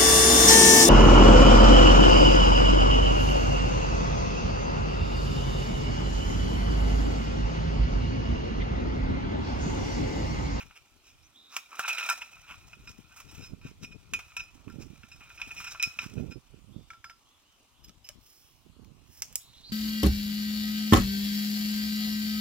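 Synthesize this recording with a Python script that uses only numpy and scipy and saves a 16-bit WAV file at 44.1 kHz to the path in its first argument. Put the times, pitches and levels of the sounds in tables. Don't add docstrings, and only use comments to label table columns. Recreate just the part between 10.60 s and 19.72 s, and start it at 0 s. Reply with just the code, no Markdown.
import sys
import numpy as np
from scipy import signal
from scipy.fft import rfft, irfft, next_fast_len
from scipy.io import wavfile
from scipy.ndimage import uniform_filter1d

SR = 44100
rng = np.random.default_rng(int(sys.argv[2]) if len(sys.argv) > 2 else 0)


def transcribe(signal):
    frames = np.atleast_2d(signal).T
    limited = np.clip(frames, -1, 1)
    pcm = np.round(limited * 32767).astype(np.int16)
    wavfile.write(sys.argv[1], SR, pcm)


N = 402191

# hz, gain_db
AIR_SPECTRUM = [(120, -55), (200, -3.5), (289, -1.5), (491, -11), (1160, -5), (1770, -16.5), (2910, -5.5),
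                (3970, -11), (5630, -14.5), (10100, -18), (11300, -27), (13800, -16.5), (16000, -37.5)]
AIR_DB = -67
# hz, likeness (0 unrelated, 1 identical)
AIR_LIKENESS = [(250, 1), (700, 0.56), (2000, 0.09), (6000, 0.063), (15000, 0.054)]

# middle_s, peak_db (before turbulence), spread_s, port (0 left, 1 right)
GUSTS = [(0.051, -50, 0.044, 0), (.22, -69, 0.029, 0), (.35, -57, 0.028, 0), (.55, -67, 0.071, 0),
         (.6, -59, 0.096, 1), (1.95, -56, 0.21, 0), (2.05, -62.5, 0.13, 1), (2.2, -51.5, 0.045, 1),
         (2.3, -49, 0.14, 0), (2.702, -47.5, 0.057, 0), (2.798, -41, 0.052, 0), (2.931, -40.5, 0.041, 1),
         (3.05, -44, 0.025, 0), (3.072, -40, 0.052, 1), (3.239, -41.5, 0.028, 0), (3.36, -46.5, 0.15, 0),
         (3.549, -40.5, 0.022, 0), (3.55, -56.5, 0.1, 1), (3.822, -51.5, 0.06, 0), (3.969, -47.5, 0.017, 1),
         (4.075, -45, 0.021, 1), (4.186, -39.5, 0.1, 1), (4.269, -55, 0.014, 1), (4.336, -63, 0.031, 1),
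         (4.498, -55, 0.35, 1), (5.002, -50, 0.19, 0), (5.269, -42.5, 0.0098, 0), (5.44, -45.5, 0.038, 1),
         (5.52, -54, 0.085, 1), (5.599, -29, 0.047, 1), (5.688, -42.5, 0.04, 1), (5.764, -46, 0.018, 1),
         (5.972, -46, 0.069, 1), (6.168, -44, 0.062, 1), (6.36, -63.5, 0.36, 1), (7.287, -50, 0.07, 0),
         (7.575, -49.5, 0.044, 0), (8.072, -57.5, 0.18, 1), (8.29, -47.5, 0.13, 1), (8.7, -58, 0.18, 1),
         (9.1, -53.5, 0.18, 1)]
GUST_FALL_DB, GUST_SHAPE = 10, 1
BREEZE_DB = -81

# time_s, rattle_db (before the trim in rattle and the rest below)
HANDLING = [(0.0, -53), (0.25, -66.5), (0.9, -67.5), (1.1, -53), (1.24, -36.5), (1.45, -32.5), (1.6, -43),
            (1.7, -52.5), (2.0, -57), (2.35, -62), (2.5, -59.5), (2.8, -51.5), (3.0, -70.5), (3.5, -65),
            (3.62, -53.5), (3.95, -62), (4.55, -60.5), (4.75, -52), (5.07, -45), (5.2, -48.5), (5.5, -54.5),
            (5.8, -69.5), (7.0, -69.5), (8.1, -88.5), (8.7, -52.5), (8.85, -65.5), (9.12, -57.5)]
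BUNDLE_RESTS_S = 5.9
# hz, gain_db
RUSTLE_SPECTRUM = [(120, -72), (300, -27), (700, -9.5), (1500, -14), (3000, -7), (4500, -18), (5500, -5),
                   (8000, -13), (11000, -17), (15000, -17)]
RUSTLE_DB, RUSTLE_SLOPE, BUSY_DB = -57.5, 0.82, -42.5

# hz, level_db, t60_s
BUNDLE_MODES = [(995, -17.5, 0.0768), (1360, -7, 0.1), (1393, -11.5, 0.093), (1542, -2.5, 0.025),
                (1760, -16, 0.13), (1828, -9.5, 0.028), (2300, -21.5, 0.0508), (2350, -10, 0.16),
                (2465, 9, 0.089), (2530, -13, 0.55), (2502, 10, 0.099), (2674, 12.5, 0.018),
                (2960, 3, 0.011), (3240, -11, 0.0218), (3765, -9, 0.037), (3880, -0.5, 0.04),
                (5120, -8, 0.15), (5300, -12, 0.14), (5220, -12, 0.12), (5550, -8, .13),
                (5840, -10.5, 0.067), (6200, -13.5, 0.1), (7220, -5, 0.04)]
# hz, level_db, t60_s
HELD_MODES = [(1340, 6.5, 0.13), (1377, 2.5, 0.099), (2160, 16, 0.026), (1640, 24.5, 0.0087),
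              (2320, 23, 0.021), (5010, -7, 0.23), (5550, -26, 0.085), (6350, -8, 0.074), (6800, -8, .03)]
# hz, level_db, t60_s
JOINT_MODES = [(600, -0.5, 0.041), (1300, 0, 0.035), (1700, 5.5, 0.025), (2950, 18, 0.028),
               (5100, 0, 0.064), (5500, -6, .05), (6900, -2, .02), (14200, -8, .04)]
FAVOUR_DB, FAVOUR_WIDTH_HZ = 9.5, 194

# middle_s, blow_db, low_bending_db, wall_db, ringing_db, contact_s
SCUFFS = [(0.014, -34.5, -13, -20, -9.5, 0.024), (0.171, -42.5, -13, -14.5, -32, 0.016),
          (0.489, -52, -16, -6, -6.5, 0.04), (0.956, -39.5, -3, -5, -34, 0.038),
          (1.14, -44.5, 5.5, -18, -25, .03), (1.202, -27.5, -3.5, -14, -29, 0.013),
          (1.249, -30.5, -1, -38, -5.5, 0.011), (1.31, -28, -18, -36, 0, 0.011),
          (1.391, -30, -15.5, -25, -14, .005), (1.331, -31, -17, -20, -4, 0.0053),
          (1.623, -28.5, -15.5, -19, -8.5, 0.01), (1.91, -35, -5, -21, -20, 0.029),
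          (2.532, -52, -5, -18, -4.5, 0.022), (2.298, -49, -8, -0.5, -8, 0.021),
          (2.61, -54, -5, -19, -2, 0.021), (2.699, -55.5, -26, -3.5, 5.5, 0.019),
          (2.847, -47.5, -15, -4, 0.5, 0.034), (3.074, -46.5, -10, -11.5, -2, 0.041),
          (3.237, -43.5, -9, -4, -4.5, 0.015), (3.248, -33, -24, -15, -3.5, 0.0059),
          (3.323, -46.5, -19, -15, 2, 0.0085), (3.806, -38, -18, -11.5, 5, 0.011),
          (4.223, -45, -8, -2, -16, 0.02), (4.53, -52.5, -27, -8.5, 5, 0.013),
          (4.802, -35, -7, -20, -8, 0.0084), (4.865, -51, -43, -35, 11.5, 0.0098),
          (5.078, -35.5, -8.5, -9.5, 0, 0.012), (5.119, -40.5, -5, 1, -9, 0.014),
          (5.439, -36.5, -7, -8.5, -11, 0.033), (5.582, -49, -10.5, -22, 1.5, 0.0074),
          (5.723, -44.5, -12.5, -11, -1, 0.012)]
# middle_s, blow_db, low_bending_db, wall_db, ringing_db, contact_s
JOINT_RUBS = [(7.248, -51, -21.5, 0.5, -5, 0.009), (7.287, -53, -24, -0.5, -22, 0.0074),
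              (7.45, -48, -30, -3, -7, .006), (7.475, -52, -26, -3, -12, 0.015)]
SCUFF_CRACK_DB, SCUFF_CRACK_SLOPE = -26.5, 0.72

# start_s, blow_db, low_bending_db, wall_db, ringing_db, contact_s, favoured_hz
CLINKS = [(0.109, -39, -3.5, -22, -30, 0.0038, 5300), (0.9652, -14.5, -13, -12.5, -19.5, 0.0042, 995),
          (1.1937, -21.5, 9.5, -9, -19, 0.0019, 5800), (1.279, -14.5, -9, -13, -15, 0.015, 5670),
          (1.381, -17, -13.5, -15.5, -18, 0.01, 5300), (1.4078, -24, -6, -17, -7.5, 0.0043, 2370),
          (1.427, -21, -18, -25, -1.5, 0.0035, 3850), (1.4889, -15.5, -5, -13.5, -6, 0.0039, 5460),
          (1.4987, -22.5, -4.5, -6, -4, 0.003, 2350), (1.507, -24.5, -2, -23, 0, 0.0042, 5100),
          (1.618, -24, -9, -26, -19, 0.0019, 5210), (1.728, -39.5, -9, -37, -11.5, 0.0026, 2420),
          (1.767, -42, 1, -35, -21, 0.0022, 1430), (1.797, -42, -19, -23, -13, .004, 2960),
          (2.131, -34.5, -10, -20, -10, 0.0042, 5300), (2.2724, -35, -15, -16, -1.5, 0.0067, 5200),
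          (2.562, -39, -4.5, -9, -14, 0.027, 5300), (2.6012, -34, -10, -10, -37, 0.0056, 5300),
          (3.013, -49, -6, -13, -4.5, 0.0053, 5300), (3.5356, -12.5, -17.5, -14, -15.5, 0.0035, 2465),
          (3.5894, -28.5, -9, -15, -33, 0.011, 5300), (3.719, -39, -1, -33, -33, 0.0015, 5300),
          (3.7661, -27, -12, -11, 1.5, 0.0067, 5580), (4.079, -37.5, 0.5, -38, -33, 0.0028, 5300),
          (4.099, -51.5, 3, -7, -2, 0.0022, 5300), (4.432, -38, -13.5, -24, -2, 0.0051, 5300),
          (4.5157, -42.5, -14, -12, -1, 0.0027, 5300), (4.6042, -38.5, -9, -41, -2, 0.038, 5300),
          (4.702, -36, -6.5, -25, -11, 0.0023, 5300), (4.7759, -36, -20, -20, -1, 0.0046, 5300),
          (4.8154, -18, -17, -18.5, -10.5, 0.0035, 2960), (4.8202, -30, -20, -18, -22, 0.0013, 2960),
          (4.9066, -28, -21, -32, -1, 0.007, 5300), (4.966, -31, -29, -13, 9, 0.079, 5500),
          (5.002, -32.5, -1, -11.5, -6.5, 0.0086, 5300), (5.043, -29, -8, -12, -6, 0.0078, 5530),
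          (5.1475, -31, -1.5, -25, -12, 0.005, 5100), (5.1971, -27, -18, -19, 2.5, 0.0035, 5300),
          (5.214, -36, -18, -19, -7, 0.0018, 5300), (5.2263, -12.5, -27, -10, -7.5, 0.0012, 2960),
          (5.2314, -20, -47, -12, 1.5, 0.0058, 5300), (5.246, -49.5, 0, -31, 3.5, 0.026, 1345),
          (5.3887, -16, -20, -19, -5.5, 0.0031, 5620)]
# start_s, blow_db, low_bending_db, wall_db, ringing_db, contact_s, favoured_hz
KNOCKS = [(6.303, -36, -12, -14, -7, 0.002, 6350), (6.3332, -45, -10, -14, -6.5, 0.0047, 5550),
          (6.442, -35.5, -8.5, -13, -6.5, 0.005, 5010), (6.4965, -34.5, -12.5, -16.5, -8.5, 0.0045, 5010)]
# start_s, blow_db, low_bending_db, wall_db, ringing_db, contact_s, favoured_hz
SNAPS = [(7.2935, -40.5, -11, -8, -17, .003, 1300), (7.489, -32.5, -22.5, -5, -22, .004, 2950),
         (7.495, -54.5, -3, -30, -3, 0.002, 600), (7.502, -40, -14, -16, -20, .003, 1700),
         (8.246, -53, -16, -4, -22, .0025, 5500), (8.6207, -20.5, -21.5, -5, -20, 0.0052, 6900),
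         (8.727, -57, -7, 1, -20, .0022, 5500), (8.756, -26.5, -18.5, 0, -30, 0.003, 5500)]
# trailing_rub_share, tick_share, crack_db, crack_db_per_wall_db, body_2500_hz_db
BUNDLE_STRIKE = (0.2957, 0.7, -6.5, 2, 10.5)
# trailing_rub_share, tick_share, crack_db, crack_db_per_wall_db, body_2500_hz_db
HELD_STRIKE = (0.9, -0.1, -13.5, 1.77, -5)
# trailing_rub_share, tick_share, crack_db, crack_db_per_wall_db, body_2500_hz_db
JOINT_STRIKE = (0.18, 1.9, -12.5, 2.73, 3)

# start_s, length_s, level_db (at the start), pitch_hz (after the scoop), blur_hz
BIRDS = [(0.624, 0.054, -63.5, 6500, 250), (0.723, 0.37, -56, 3710, 354), (6.1, 0.34, -68.5, 3610, 300),
         (6.636, 0.16, -69.5, 3430, 200), (6.824, 0.16, -70, 3090, 250), (7.117, 0.26, -69, 3220, 705),
         (8.789, .17, -60, 3960, 590), (8.924, 0.14, -56.5, 4010, 654), (9.027, 0.13, -48.5, 4490, 610)]
SCOOP, SCOOP_S, CALL_FADE_DB_PER_S = 0.28, 0.022, 18

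# start_s, length_s, peak_db, from_hz, to_hz
SKIDS = [(1.278, .09, -36, 2760, 2330), (1.378, .04, -38, 2850, 2480), (1.418, .07, -38, 2580, 2380),
         (1.225, .04, -43, 2500, 2700)]
SKID_WIDTH_HZ = 110

# start_s, length_s, peak_db (before the trim in slide), swell_share
SLIDES = [(7.56, 0.62, -62, 0.2), (8.439, 0.17, -55.5, 1)]
# hz, gain_db
SLIDE_SPECTRUM = [(300, -58), (1500, -16.5), (4600, -14), (5300, 2), (6200, -6.5), (7500, -12), (11000, -7),
                  (14500, -7), (16000, -3)]

# hz, lag_samples
LEFT_LAG = [(500, 3.67), (4000, 2.74), (9000, 1.87), (15000, 0.56)]
# hz, gain_db
LEFT_SHADE = [(500, 0.5), (2000, -0.5), (5000, -4), (8000, -0.5), (13000, -11.5)]
EDGE_HZ = 16100


def gain_of(db):
    return np.exp(np.asarray(db) * (np.log(10) / 20))


def evened(x):
    return x / np.sqrt(np.mean(x ** 2) + 1e-20)


def read(points, hz):
    f, value = np.transpose(points)
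    return np.interp(np.log(hz + 1), np.log(f + 1), value)


def track(rows):
    s, *columns = np.transpose(rows)
    return [np.interp(np.arange(N) / SR, s, c) for c in columns]


def coloured(x, points):
    size = next_fast_len(len(x) + 2048)
    gain = gain_of(read(points, np.fft.rfftfreq(size, 1 / SR)))
    return irfft(rfft(x, size) * gain, size)[:len(x)]


def lumps(span):
    once = uniform_filter1d(rng.standard_normal(N), int(span))
    return evened(uniform_filter1d(once, int(span)))


def add(mix, s, sound):
    part = mix[round(s * SR):][:len(sound)]
    part += sound[:len(part)]


def air():
    frames, hz = N // 256 + 5, np.fft.rfftfreq(1024, 1 / SR)
    a, b, c, d, patches = rng.standard_normal((frames, 513, 5)).T
    patches = evened(uniform_filter1d(uniform_filter1d(patches, 12, 0), 14, 1))
    same = np.clip(read(AIR_LIKENESS, hz), -1, 1)[:, None]
    left = a + 1j * b
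    right = same * left + np.sqrt(1 - same ** 2) * (c + 1j * d)
    z = np.array([left, right]) * gain_of(read(AIR_SPECTRUM, hz)[:, None] + 2.2 * patches)
    wash = signal.istft(z, nperseg=1024, noverlap=768)[1][:, :N]
    return gain_of(AIR_DB) * evened(wash)


def gusts():
    t = np.arange(0, N / SR + .01, .004)
    level = np.full((2, len(t)), gain_of(BREEZE_DB))
    for middle, peak_db, spread, port in GUSTS:
        fall_db = GUST_FALL_DB * abs((t - middle) / spread) ** GUST_SHAPE
        level[round(port)] += gain_of(peak_db - fall_db)
    return track(np.vstack([t, 20 * np.log10(level)]).T)


def wind():
    low_spectrum = [(10, -35.0), (35, -2.0), (90, -4.5), (150, -9.5), (400, -67.5)]
    high_spectrum = [(50, -24.5), (120, 4.0), (250, -1), (420, -10.5), (560, -19.5),
                     (1000, -38.0), (2000, -68.5)]
    out = []
    for level_db in gusts():
        port_db = level_db + 2.5 * lumps(760) + 2.3 * lumps(231)
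        low = evened(coloured(rng.standard_normal(N), low_spectrum))
        high = evened(coloured(rng.standard_normal(N), high_spectrum))
        high *= gain_of(4.05 * lumps(350) - 0.5)
        share = np.clip((port_db + 63) / 25, 0, 1)
        out.append(gain_of(port_db) * ((1 - 0.61 * share) * low + share * high))
    return np.array(out)


def rattle(level_db):
    t, out, pairs = np.arange(6000) / SR, np.zeros(N), 14
    rate = 260 * gain_of(3.3 * lumps(600))
    size = gain_of(1.82 * np.minimum(rng.exponential(1, N), 4))
    touches = size * (rng.random(N) < rate / SR) * gain_of(level_db)
    pair = rng.integers(0, pairs, N)
    hz, db, t60 = np.transpose(BUNDLE_MODES)[:, :, None]
    tilt_db = read([(1400, -0.5), (2500, -14.0), (3300, -8.0), (3800, -2.5), (6000, -16)], hz)
    for k in range(pairs):
        tune, strength = rng.random((2, len(BUNDLE_MODES), 1)) - .5
        fade_db = 60 * t / (0.51 * t60)
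        swing = np.sin(2 * np.pi * hz * (1 + 0.09 * tune) * t)
        ring = gain_of(db + tilt_db + 11 * strength - fade_db) * swing
        soft_ring = ring.sum(0) * (1 - np.exp(-t / 0.0011))
        out += signal.oaconvolve(touches * (pair == k), soft_ring)[:N]
    return gain_of(-5.0) * out


def rustle(level_db):
    grain = gain_of(3.7 * np.minimum(rng.exponential(1, N), 4))
    crackle = grain * (rng.random(N) < 2500 / SR) * rng.standard_normal(N)
    busy = np.clip((level_db + 77.5) / 14, 0, 1)
    hiss = rng.standard_normal(N) * gain_of(3.4 * lumps(341) + 1.5 * busy * lumps(2200))
    cloth = coloured(hiss + 0.13 * evened(crackle), RUSTLE_SPECTRUM)
    return gain_of(level_db + 8.0) * evened(cloth)


def excite(table, touch, middle, low_db, wall_db, crack_db, ring_db, wall_hz, body_db=8.5):
    hz, db, t60 = np.transpose(table)[:, :, None]
    t = np.arange(len(touch)) / SR
    tune, strength, phase = rng.random((3, len(table), 1))
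    colour_db = read([(1700, low_db + 20.0), (2000, 0.0091), (3300, 0.0172), (3600, wall_db + 17.5),
                      (8000, wall_db + 13.0), (9000, crack_db + 55.0)], hz)
    colour_db = colour_db + FAVOUR_DB * np.exp(-((hz - wall_hz) / FAVOUR_WIDTH_HZ) ** 2)
    fade_db = 60 * np.maximum(t - middle, 0) / t60
    swing = np.sin(2 * np.pi * (hz * (1 + .02 * (tune - .5)) * t + phase))
    modes = gain_of(db + colour_db + 7.7 * strength - 16.5 - fade_db) * swing
    build = np.sqrt(np.cumsum(touch ** 2) / np.sum(touch ** 2))
    grit = rng.standard_normal(len(t)) * touch
    grit *= np.linalg.norm(touch) / np.linalg.norm(grit)
    crack = coloured(grit, [(120, -65.0), (300, -25.0), (1300, low_db + 12.5), (1900, -5), (2500, body_db),
                            (3200, -1.0), (4400, wall_db), (5400, wall_db + 13.0), (8500, crack_db + 23.0),
                            (11500, crack_db + 20.5), (15000, crack_db + 21)])
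    return gain_of(ring_db) * build * modes.sum(0) + gain_of(-4.5) * crack


def scuff(table, s, blow_db, low_db, wall_db, ring_db, contact):
    t, start = np.arange(6500) / SR, max(s - 2 * contact, 0)
    middle = s - start
    chatter = gain_of(3.05 * evened(uniform_filter1d(rng.standard_normal(len(t)), 90)))
    touch = np.exp(-((t - middle) / contact) ** 2) * chatter
    crack_db = SCUFF_CRACK_DB + SCUFF_CRACK_SLOPE * wall_db
    wall_hz = rng.uniform(4830, 6100)
    sound = excite(table, touch, middle, low_db, wall_db, crack_db, ring_db, wall_hz)
    return start, gain_of(blow_db) * sound


def clink(table, trail, tick, crack_db, slope, body_db,
          s, blow_db, low_db, wall_db, ring_db, contact, wall_hz):
    t, contact = np.arange(6000) / SR, max(contact, 2e-4)
    onset = 1 - np.exp(-t / (0.21 * contact))
    touch = onset * (np.exp(-t / contact) + trail * np.exp(-t / 0.013))
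    touch += tick * gain_of(.5 * wall_db) * np.exp(-((t - .001) / 0.00067) ** 2)
    bright_db = crack_db + slope * wall_db
    return s, gain_of(blow_db) * excite(table, touch, 0, low_db, wall_db, bright_db, ring_db, wall_hz, body_db)


def whistle(start, length, level_db, top_hz, blur_hz):
    t = np.arange(0, length, 1 / SR)
    smear = signal.lfilter(*signal.butter(2, blur_hz / SR), rng.standard_normal((2, len(t))))
    pitch_hz = top_hz * (1 - SCOOP * np.exp(-t / SCOOP_S))
    tone = np.exp(2j * np.pi * np.cumsum(pitch_hz) / SR)
    call = evened((tone * (smear[0] + 1j * smear[1])).real)
    return start, gain_of(level_db - CALL_FADE_DB_PER_S * t) * call * signal.windows.tukey(len(t), .3)


def skid(start, length, peak_db, from_hz, to_hz):
    u = np.arange(0, length, 1 / SR) / length
    noise = rng.standard_normal((2, len(u) + 2000))
    sway = signal.lfilter(*signal.butter(2, SKID_WIDTH_HZ / SR), noise)[:, 2000:]
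    tone = np.exp(2j * np.pi * np.cumsum(from_hz + (to_hz - from_hz) * u) / SR)
    ring = evened((tone * (sway[0] + 1j * sway[1])).real)
    return start, gain_of(peak_db) * np.sin(np.pi * np.sqrt(u)) * ring


def slide():
    level = np.zeros(N)
    for start, length, peak_db, swell in SLIDES:
        u = np.arange(0, length, 1 / SR) / length
        stroke = np.interp(u, [0, min(swell, .99), 1], [0, 1, 0]) ** 1.43
        add(level, start, gain_of(peak_db) * stroke)
    hiss = rng.standard_normal(N) * gain_of(1.4 * lumps(200))
    return gain_of(7.5) * level * evened(coloured(hiss, SLIDE_SPECTRUM))


def ports(x):
    size = next_fast_len(N)
    hz = np.fft.rfftfreq(size, 1 / SR)
    late = gain_of(read(LEFT_SHADE, hz)) * np.exp(-2j * np.pi * hz * read(LEFT_LAG, hz) / SR)
    return np.array([irfft(rfft(x, size) * late, size)[:N], x])


def thicket(x):
    t = np.arange(9000) / SR
    sparse = rng.standard_normal((2, len(t))) * (rng.random((2, len(t))) < .05)
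    taps = sparse * gain_of(-60 * t / .28) * (t > .004)
    return signal.oaconvolve(x[None], taps / np.linalg.norm(taps[0]), axes=1)[:, :N]


def scene():
    poles, birds = np.zeros(N), np.zeros(N)
    for row in SCUFFS:
        add(poles, *scuff(BUNDLE_MODES, *row))
    for row in CLINKS:
        add(poles, *clink(BUNDLE_MODES, *BUNDLE_STRIKE, *row))
    for call in BIRDS:
        add(birds, *whistle(*call))
    for row in SKIDS:
        add(poles, *skid(*row))
    for row in KNOCKS:
        add(poles, *clink(HELD_MODES, *HELD_STRIKE, *row))
    for row in JOINT_RUBS:
        add(poles, *scuff(JOINT_MODES, *row))
    for row in SNAPS:
        add(poles, *clink(JOINT_MODES, *JOINT_STRIKE, *row))
    rattle_db, = track(HANDLING)
    rustle_db = RUSTLE_DB + RUSTLE_SLOPE * (rattle_db - BUSY_DB)
    rattle_db -= 40 * np.clip(np.arange(N) / SR - BUNDLE_RESTS_S, 0, 1)
    sources = poles + rattle(rattle_db) + rustle(rustle_db) + slide() + birds
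    scatter = thicket(coloured(sources, [(3000, 0.2), (5500, 1), (14000, -0.5)]))
    return ports(sources) + gain_of(-15.0) * scatter + wind() + air()


def record(dry):
    lowpass = signal.firwin(301, EDGE_HZ, window=("kaiser", 9), fs=SR)
    return signal.oaconvolve(dry, lowpass[None], "same")


dry = scene()
out = record(dry)
transcribe(out)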